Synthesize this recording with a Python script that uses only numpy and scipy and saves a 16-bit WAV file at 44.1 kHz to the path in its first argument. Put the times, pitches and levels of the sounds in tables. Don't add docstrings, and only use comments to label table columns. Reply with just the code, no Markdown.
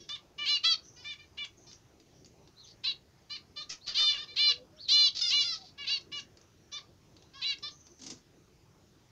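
import sys
import numpy as np
from scipy import signal
from scipy.fft import rfft, irfft
from scipy.io import wavfile
from scipy.ndimage import uniform_filter1d

SR = 44100
rng = np.random.default_rng(int(sys.argv[2]) if len(sys.argv) > 2 else 0)


def master_out(mix):
    frames = np.transpose(np.atleast_2d(mix))
    ceiling = np.clip(frames, -1, 1)
    pcm = np.round(ceiling * 32767).astype(np.int16)
    wavfile.write(sys.argv[1], SR, pcm)


N = 401737


def gain_of(db):
    return 10 ** (np.asarray(db) / 20)


def evened(x):
    return x / np.sqrt(np.mean(x ** 2) + 1e-20)


def read(points, hz):
    f, value = np.transpose(points)
    return np.interp(np.log(hz + 1), np.log(f + 1), value)


def add(mix, s, sound):
    part = mix[max(round(s * SR), 0):][:len(sound)]
    part += sound[:len(part)]


def wobble(count, hz):
    span = max(round(SR / hz), 2)
    once = uniform_filter1d(rng.standard_normal(count), span)
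    return evened(uniform_filter1d(once, span))


def coloured(count, points):
    hz = np.fft.rfftfreq(count, 1 / SR)
    spectrum = rfft(rng.standard_normal(count)) * gain_of(read(points, hz))
    return evened(irfft(spectrum, count))


def resonate(x, hz, width):
    turn = np.exp(2j * np.pi * np.cumsum(hz * np.ones(len(x))) / SR)
    r = np.exp(-np.pi * width / SR)
    smooth = signal.lfilter([1 - r], [1, -r], x / turn + 1e-18)
    return 2 * (turn * smooth).real


def follow(rows, rise, fall):
    s, *columns = np.transpose(rows)
    t = np.arange(max(s[0] - rise / 2, 0), s[-1] + fall, 1 / SR)
    fade_in = np.clip((t - s[0]) / rise + .5, 0, 1)
    fade_out = np.clip((s[-1] + fall - t) / fall, 0, 1)
    fade = np.sin(np.pi / 2 * fade_in * fade_out) ** 2
    return t[0], fade, [np.interp(t, s, c) for c in columns]


# frequency in Hz, relative density in dB per Hz.
AIR_SPECTRUM = [(25, -43), (42, -22), (58, -5.5), (108, -0.5), (250, -12.5), (330, -7), (500, -15.5),
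                (800, -19.5), (1500, -25), (3400, -28.5), (5500, -25.5), (7000, -26), (9000, -38.5)]
AIR_DB = -62.5


def air():
    frames, hz = N // 256 + 5, np.fft.rfftfreq(1024, 1 / SR)
    a, b, patches = rng.standard_normal((frames, 513, 3)).T
    patches = evened(uniform_filter1d(uniform_filter1d(patches, 14, 0), 20, 1))
    patchy_db = read([(100, 0.4), (600, 3.4), (3000, 1.6), (6000, 2.8), (9000, .4)], hz)[:, None]
    level_db = read(AIR_SPECTRUM, hz)[:, None] + patchy_db * patches
    spectra = (a + 1j * b) * gain_of(level_db)
    return gain_of(AIR_DB) * evened(signal.istft(spectra, nperseg=1024, noverlap=768)[1][:N])


# frequency in Hz, time to die by 60 dB in seconds.
ROOM_DECAY = [(500, 0.25), (3500, 0.15), (7000, 0.18), (10000, 0.044)]


def room(x):
    taps = np.zeros(SR // 2)
    at = np.arange(60, len(taps) - 20, 20)
    taps[at + rng.integers(0, 20, len(at))] = rng.choice([-1., 1.], len(at))
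    hz, t, spectra = signal.stft(taps, SR, nperseg=256)
    decay = gain_of(-60 * t / read(ROOM_DECAY, hz)[:, None])
    tail = signal.istft(spectra * decay, SR, nperseg=256)[1]
    return signal.fftconvolve(x, tail / np.linalg.norm(tail))[:N]


# start in seconds, length in seconds, level in dB, mean pitch in Hz.
LOW_TONES = [(3.952, 0.1, -63.5, 370), (4.31, 0.03, -60, 480), (4.41, .065, -62, 330), (4.47, .2, -56, 497),
             (4.575, .05, -62, 610), (4.655, .08, -63, 335), (4.71, .11, -64, 605),
             (5.572, 0.098, -62, 757), (7.877, 0.085, -60.5, 346)]


def low_tone(s, length, db, hz):
    count = round(length * SR)
    pitch_hz = hz * (1 + 0.026 * wobble(count, hz=60.))
    tone = np.sin(2 * np.pi * np.cumsum(pitch_hz) / SR)
    level_db = db + 2.9 * wobble(count, hz=30.14)
    return s, gain_of(level_db) * tone * signal.windows.tukey(count, .5)


# start in seconds, length in seconds, level at the start in dB, start pitch in Hz, end pitch in Hz.
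THIN_LINES = [(.83, .17, -59, 5920, 6160), (1.575, .085, -63, 6540, 6250), (2.14, .08, -66.5, 5830, 5800),
              (2.64, .05, -60, 6160, 6140), (4.765, .045, -64, 5600, 5440), (7.18, .1, -69, 3900, 4000),
              (7.71, .28, -61, 6250, 6040)]
LINE_FADE_DB = -6.5


def gliding(s, length, db, start_hz, end_hz):
    return [(s, db, start_hz), (s + length, db + LINE_FADE_DB, end_hz)]


def thin_line(rows):
    s, fade, (db, hz) = follow(rows, rise=.025, fall=.025)
    width = 0.1 * hz.mean()
    noise = rng.standard_normal(len(hz))
    line = resonate(resonate(noise, hz, width), hz, width)
    level_db = db + 2.5 * wobble(len(hz), hz=60.)
    return s, gain_of(level_db) * fade * evened(line)


# start in seconds, length in seconds, level at the top in dB, start pitch in Hz, top pitch in Hz.
CHIRPS = [(2.558, .095, -55.5, 3700, 4200), (3.805, .09, -53, 3500, 4470), (4.78, .1, -42.5, 3100, 4560)]
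CHIRP_START_DB, CHIRP_END_DB = -15, -8
CHIRP_TOP, CHIRP_END = .5, .81


def arched(s, length, db, start_hz, top_hz):
    u = np.linspace(0, 1, num=20)
    before = np.clip(1 - u / CHIRP_TOP, 0, 1)
    after = np.clip((u - CHIRP_TOP) / (1 - CHIRP_TOP), 0, 1)
    rise_hz = (top_hz - start_hz) * before ** 1.7
    drop_hz = top_hz * (1 - CHIRP_END) * after ** 1.3
    level_db = db + CHIRP_START_DB * before + CHIRP_END_DB * after
    return np.transpose([s + u * length, level_db, top_hz - rise_hz - drop_hz])


# start in seconds, direct peak in dB, ring in Hz.
TICKS = [(0.0917, -28.5, 5240), (0.8543, -46, 5850), (1.4494, -37, 6670), (1.7145, -43.5, 4310),
         (1.7304, -41, 5670), (1.9998, -46.5, 4820), (2.2464, -44.5, 5360), (2.259, -42.5, 6710),
         (2.475, -47.5, 4010), (2.7102, -46.5, 5070), (5.815, -44, 5600), (6.011, -46, 6100),
         (6.158, -40, 5400), (6.2014, -41, 5380), (6.3719, -45, 5380), (6.4135, -46.5, 6050),
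         (7.1664, -44.5, 4000), (7.224, -47.5, 3980), (7.585, -41, 5860), (7.868, -42, 5660)]


def tick(s, db, hz):
    t = np.arange(900) / SR
    crack = rng.standard_normal(len(t)) * gain_of(-60 * t / 0.022)
    sound = resonate(crack, hz, 1200) + 0.13 * crack
    return s, gain_of(db) * sound / abs(sound).max()


# time in seconds, strength in dB.
WING_BEATS = [(7.993, -43), (8.0169, -37.5), (8.0356, -36), (8.065, -32.5), (8.102, -31), (8.13, -52),
              (8.1712, -48)]
# frequency in Hz, relative density in dB per Hz.
FEATHERS = [(300, -26), (950, -8), (2500, -5), (6000, 7.5), (8000, 4.5), (15000, -10)]
PUSH_DB = -18


def wing_beat(s, db):
    t = np.arange(4000) / SR
    snap = min(gain_of(db + 28), 1)
    onset = 1 - np.exp(-t / 0.0026)
    decay = snap * np.exp(-t / 0.0043) + 0.29 * np.exp(-t / 0.019)
    swish = coloured(len(t), FEATHERS) * onset * decay
    puff = (t / 0.014) * np.exp(1 - t / 0.011)
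    push = coloured(len(t), [(40, -20.5), (250, 0.5), (700, -18), (2000, -33)]) * puff
    return s - .002, gain_of(db) * swish + gain_of(db + PUSH_DB) * push


# start in seconds, length in seconds, level in dB, resonance centre in Hz, resonance width in Hz.
RASPS = [(3.685, 0.062, -42.5, 5500, 2600), (3.69, .06, -47, 2800, 2400), (3.858, 0.053, -43.5, 4300, 2200),
         (3.967, .075, -39.5, 4600, 2000), (3.87, .06, -57, 1400, 1300), (3.96, .09, -52, 1400, 1300),
         (4.12, .07, -49, 3200, 2600), (5.144, 0.068, -36, 4430, 1600), (5.284, 0.051, -36.5, 5000, 1600),
         (5.387, .055, -38, 5145, 1600), (5.53, .06, -44, 4350, 1500), (5.579, .14, -60, 4400, 1500),
         (6.15, 0.066, -55, 5640, 1600), (1.697, 0.076, -63, 6000, 1600), (2.643, .1, -62, 4370, 1510)]


def rasp(s, length, db, hz, width):
    count = round(length * SR)
    rate_hz = 640 * np.linspace(1.05, .93, count) * (1 + .05 * wobble(count, hz=253.0))
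    pulses = np.diff(np.floor(np.cumsum(rate_hz) / SR), prepend=0)
    pulses = pulses * (1 + .7 * rng.standard_normal(count))
    drive = evened(pulses) + .38 * rng.standard_normal(count)
    wide = resonate(drive, hz, width)
    voiced = resonate(wide, hz, width) + .08 * wide
    level_db = db + 3.1 * wobble(count, hz=90.)
    return s, gain_of(level_db) * evened(voiced) * signal.windows.tukey(count, .6)


# low hold in seconds, scoop in seconds, scoop depth as share of
# pitch, bend of the arch as share of pitch, top of the arch as share of length, final drop in seconds,
# drop depth as share of pitch, onset level in dB, end level in dB.
SHORT_SHAPE = (.019, .026, .024, .008, .99, .016, .09, .3, -4)
LONG_SHAPE = (.006, .03, .096, .14, .5, .022, .012, -3, -5)
ARCHED_SHAPE = (.018, .036, .021, .017, .99, .04, .07, -1.5, -3)
HIGH_SHAPE = (.005, .01, .05, .018, .01, .025, .044, -.5, -5)
LATE_SHAPE = (.013, .022, .1, .09, .42, .02, .03, -2.5, -5)
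FALLING_SHAPE = (0, .01, .009, .08, .01, .008, .01, 1.5, -3)


def sung(s, length, db, swell_db, hz, shape):
    hold, scoop, depth, bend, top, drop, fall, onset_db, end_db = shape
    u = np.linspace(0, 1, num=40)
    early = np.sin(np.pi / 2 * np.clip(1 - (u * length - hold) / scoop, 0, 1)) ** 2
    late = np.clip(1 - (1 - u) * length / drop, 0, 1)
    pitch_hz = hz * (1 - depth * early - bend * (u - top) ** 2 - fall * late)
    effort_db = db + swell_db * u + onset_db * early + end_db * late
    return np.transpose([s + u * length, effort_db, pitch_hz])


# frequency in Hz, relative level in dB.
WINDPIPE = [(400, -45), (600, -27.5), (1170, -10.5), (1750, -12.5), (2350, -4.5), (3000, -1.5), (4500, 3),
            (5800, -3.5), (7000, -9.5), (8200, -9), (9200, -19), (10500, -7), (12500, -30)]


def call(rows, posture, held_rough):
    throat_hz, beak_hz, beak_db, low_db = posture
    s, fade, (effort_db, hz) = follow(rows, rise=.019, fall=.01)
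    slack = 1 - fade
    sag = 1 - .2 * slack * np.linspace(0, 1, len(hz))
    hz = uniform_filter1d(hz, 300, mode="nearest") * sag
    rough = np.clip(held_rough + .9 * uniform_filter1d(slack, 700, mode="nearest"), 0, .95)
    jitter = 1 + .06 * rough * wobble(len(hz), hz=307.0)
    turns = np.cumsum(hz * jitter) / SR

    k = np.arange(1, 22)[:, None]
    partial_hz = k * hz
    throat = 1 / (1 + ((partial_hz - throat_hz) / 400) ** 2)
    beak = gain_of(beak_db) / (1 + ((partial_hz - beak_hz) / 330) ** 2)
    low = gain_of(low_db / (1 + (partial_hz / 2200) ** 6))
    size = gain_of(read(WINDPIPE, partial_hz)) * low * (0.13 + throat + beak)
    swells = np.array([wobble(len(hz), hz=40.) for _ in k])
    size *= gain_of(2.8 * (1.34 - throat) * swells)
    size /= np.sqrt((size ** 2).sum(0) / 2)
    lag = .5 * rng.standard_normal(k.shape)
    stack = (size * np.cos(2 * np.pi * k * turns + lag)).sum(0)

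    breath = evened(resonate(coloured(len(hz), WINDPIPE), throat_hz, 3600))
    voice = np.sqrt(1 - rough ** 2) * stack + rough * breath
    return s, gain_of(effort_db) * fade * voice


# start in seconds, length in seconds, effort in dB, swell over
# the call in dB, pitch before scoop, arch and drop in Hz, throat resonance in Hz, beak resonance in Hz,
# beak level in dB, boost of the low overtones in dB.
SHORT_CALLS = [ (.005, .04, -52, -8, 578, 3360, 5700, 7, 9),
               (.092, .072, -41.5, -2, 600, 3530, 9400, -2.5, 17),
               (.965, .072, -58, 2, 500, 5130, 3000, -10, 17),
               (1.19, .06, -55, -10, 607, 2350, 3870, -8, 11),
               (1.67, .06, -54, -8, 622, 6030, 4900, -15.5, 9),
               (3.302, .066, -42, 0, 603, 4310, 2690, -7, 11),
               (3.566, .064, -41, -2, 608, 3900, 5750, -14, 20),
               (3.87, .061, -42.5, -1, 603, 4560, 3260, -2, 18),
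               (4.178, .066, -40.5, -4, 612, 3400, 5000, -3, 18),
               (4.28, .07, -51, -3, 600, 4120, 2100, -6.5, 12.5),
               (6.722, .066, -43.5, 0, 599, 3650, 5600, 1, 21),
               (7.338, .078, -56.5, 6, 559, 5240, 3400, 4, 24),
               (7.63, .061, -39.5, -4.5, 603, 3670, 5100, -1, 19)]
LONG_CALLS = [ (.46, .111, -29, 1, 585, 4230, 2950, 2, 3),
              (3.948, .172, -28.5, 2.5, 602, 4300, 3300, 3, 5.5),
              (4.365, .154, -28, 4, 591, 2950, 4050, 7, 5.5),
              (4.888, .196, -23.5, 0, 589, 4040, 3220, 0, -1),
              (5.305, .13, -26.3, -1.5, 583, 4030, 2930, 4, 1.5)]
ARCHED_CALLS = [ (.386, .074, -36.5, 0, 605, 3100, 2700, 4, 19),
                (1.046, .09, -44, 2, 606, 2140, 3500, -3, 5), (1.378, .068, -39, 1, 604, 2250, 3140, 4, 7),
                (4.128, .042, -34.5, -4, 608, 2890, 4320, -12, 16),
                (5.782, .068, -44.5, 4.5, 586, 3530, 2500, 6, 14),
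                (6.122, .072, -39.5, 0, 597, 2840, 3660, -20, 10.5)]
HIGH_CALLS = [(.64, .1, -24.7, -.5, 667, 3375, 4400, 4, 8.5)]
LATE_CALLS = [(2.842, .075, -30, -2, 571, 2950, 4140, 6, 11),
              (5.871, .103, -31, -2.5, 566, 2820, 4000, 1, 1),
              (7.419, .113, -33.3, .3, 570, 2680, 3880, 2, 4)]
FALLING_CALLS = [(5.213, .087, -28.5, -3.5, 728, 5100, 3650, -6, 0),
                 (5.444, .1, -33, -4, 698, 5150, 3900, -6, 7)]
CLEAR, HOARSE = .045, .11


def add_calls(cage, walls):
    for table, shape, held_rough in ((SHORT_CALLS, SHORT_SHAPE, CLEAR), (LONG_CALLS, LONG_SHAPE, CLEAR),
                                     (ARCHED_CALLS, ARCHED_SHAPE, CLEAR), (HIGH_CALLS, HIGH_SHAPE, CLEAR),
                                     (LATE_CALLS, LATE_SHAPE, CLEAR),
                                     (FALLING_CALLS, FALLING_SHAPE, HOARSE)):
        for s, length, db, swell_db, hz, *posture in table:
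            s, sound = call(sung(s, length, db, swell_db, hz, shape), posture, held_rough)
            add(cage, s, sound)
            add(walls, s, sound * gain_of(-.2 * (db + 21)))


def scene():
    cage, walls, far = np.zeros(N), np.zeros(N), np.zeros(N)
    for row in LOW_TONES:
        add(far, *low_tone(*row))
    for row in THIN_LINES:
        add(far, *thin_line(gliding(*row)))
    for row in CHIRPS:
        add(far, *thin_line(arched(*row)))
    for source, table in ((tick, TICKS), (wing_beat, WING_BEATS), (rasp, RASPS)):
        for row in table:
            s, sound = source(*row)
            add(cage, s, sound)
            add(walls, s, 1.8 * sound)
    add_calls(cage, walls)
    return (cage + gain_of(-10.5) * room(walls) + far + air())[None]


# frequency in Hz, gain in dB.
MICROPHONE = [(6300, 0.5), (7300, -7), (8000, -18), (10000, -22), (15000, -36.5)]
# frequency in Hz, relative density in dB per Hz.
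HISS_SPECTRUM = [(3000, 1), (9000, -1), (15000, -2.5)]
HISS_DB = -79.5
EDGE_HZ = 15720


def record(dry):
    hz = np.linspace(0, SR / 2, 257)
    response = signal.firwin2(255, hz, gain_of(read(MICROPHONE, hz)), fs=SR)
    heard = signal.oaconvolve(dry, response[None], "same")
    heard = heard + gain_of(HISS_DB) * coloured(N, HISS_SPECTRUM)
    band_limit = signal.firwin(511, EDGE_HZ, window=("kaiser", 9), fs=SR)
    return signal.oaconvolve(heard, band_limit[None], "same")


dry = scene()
out = record(dry)
master_out(out)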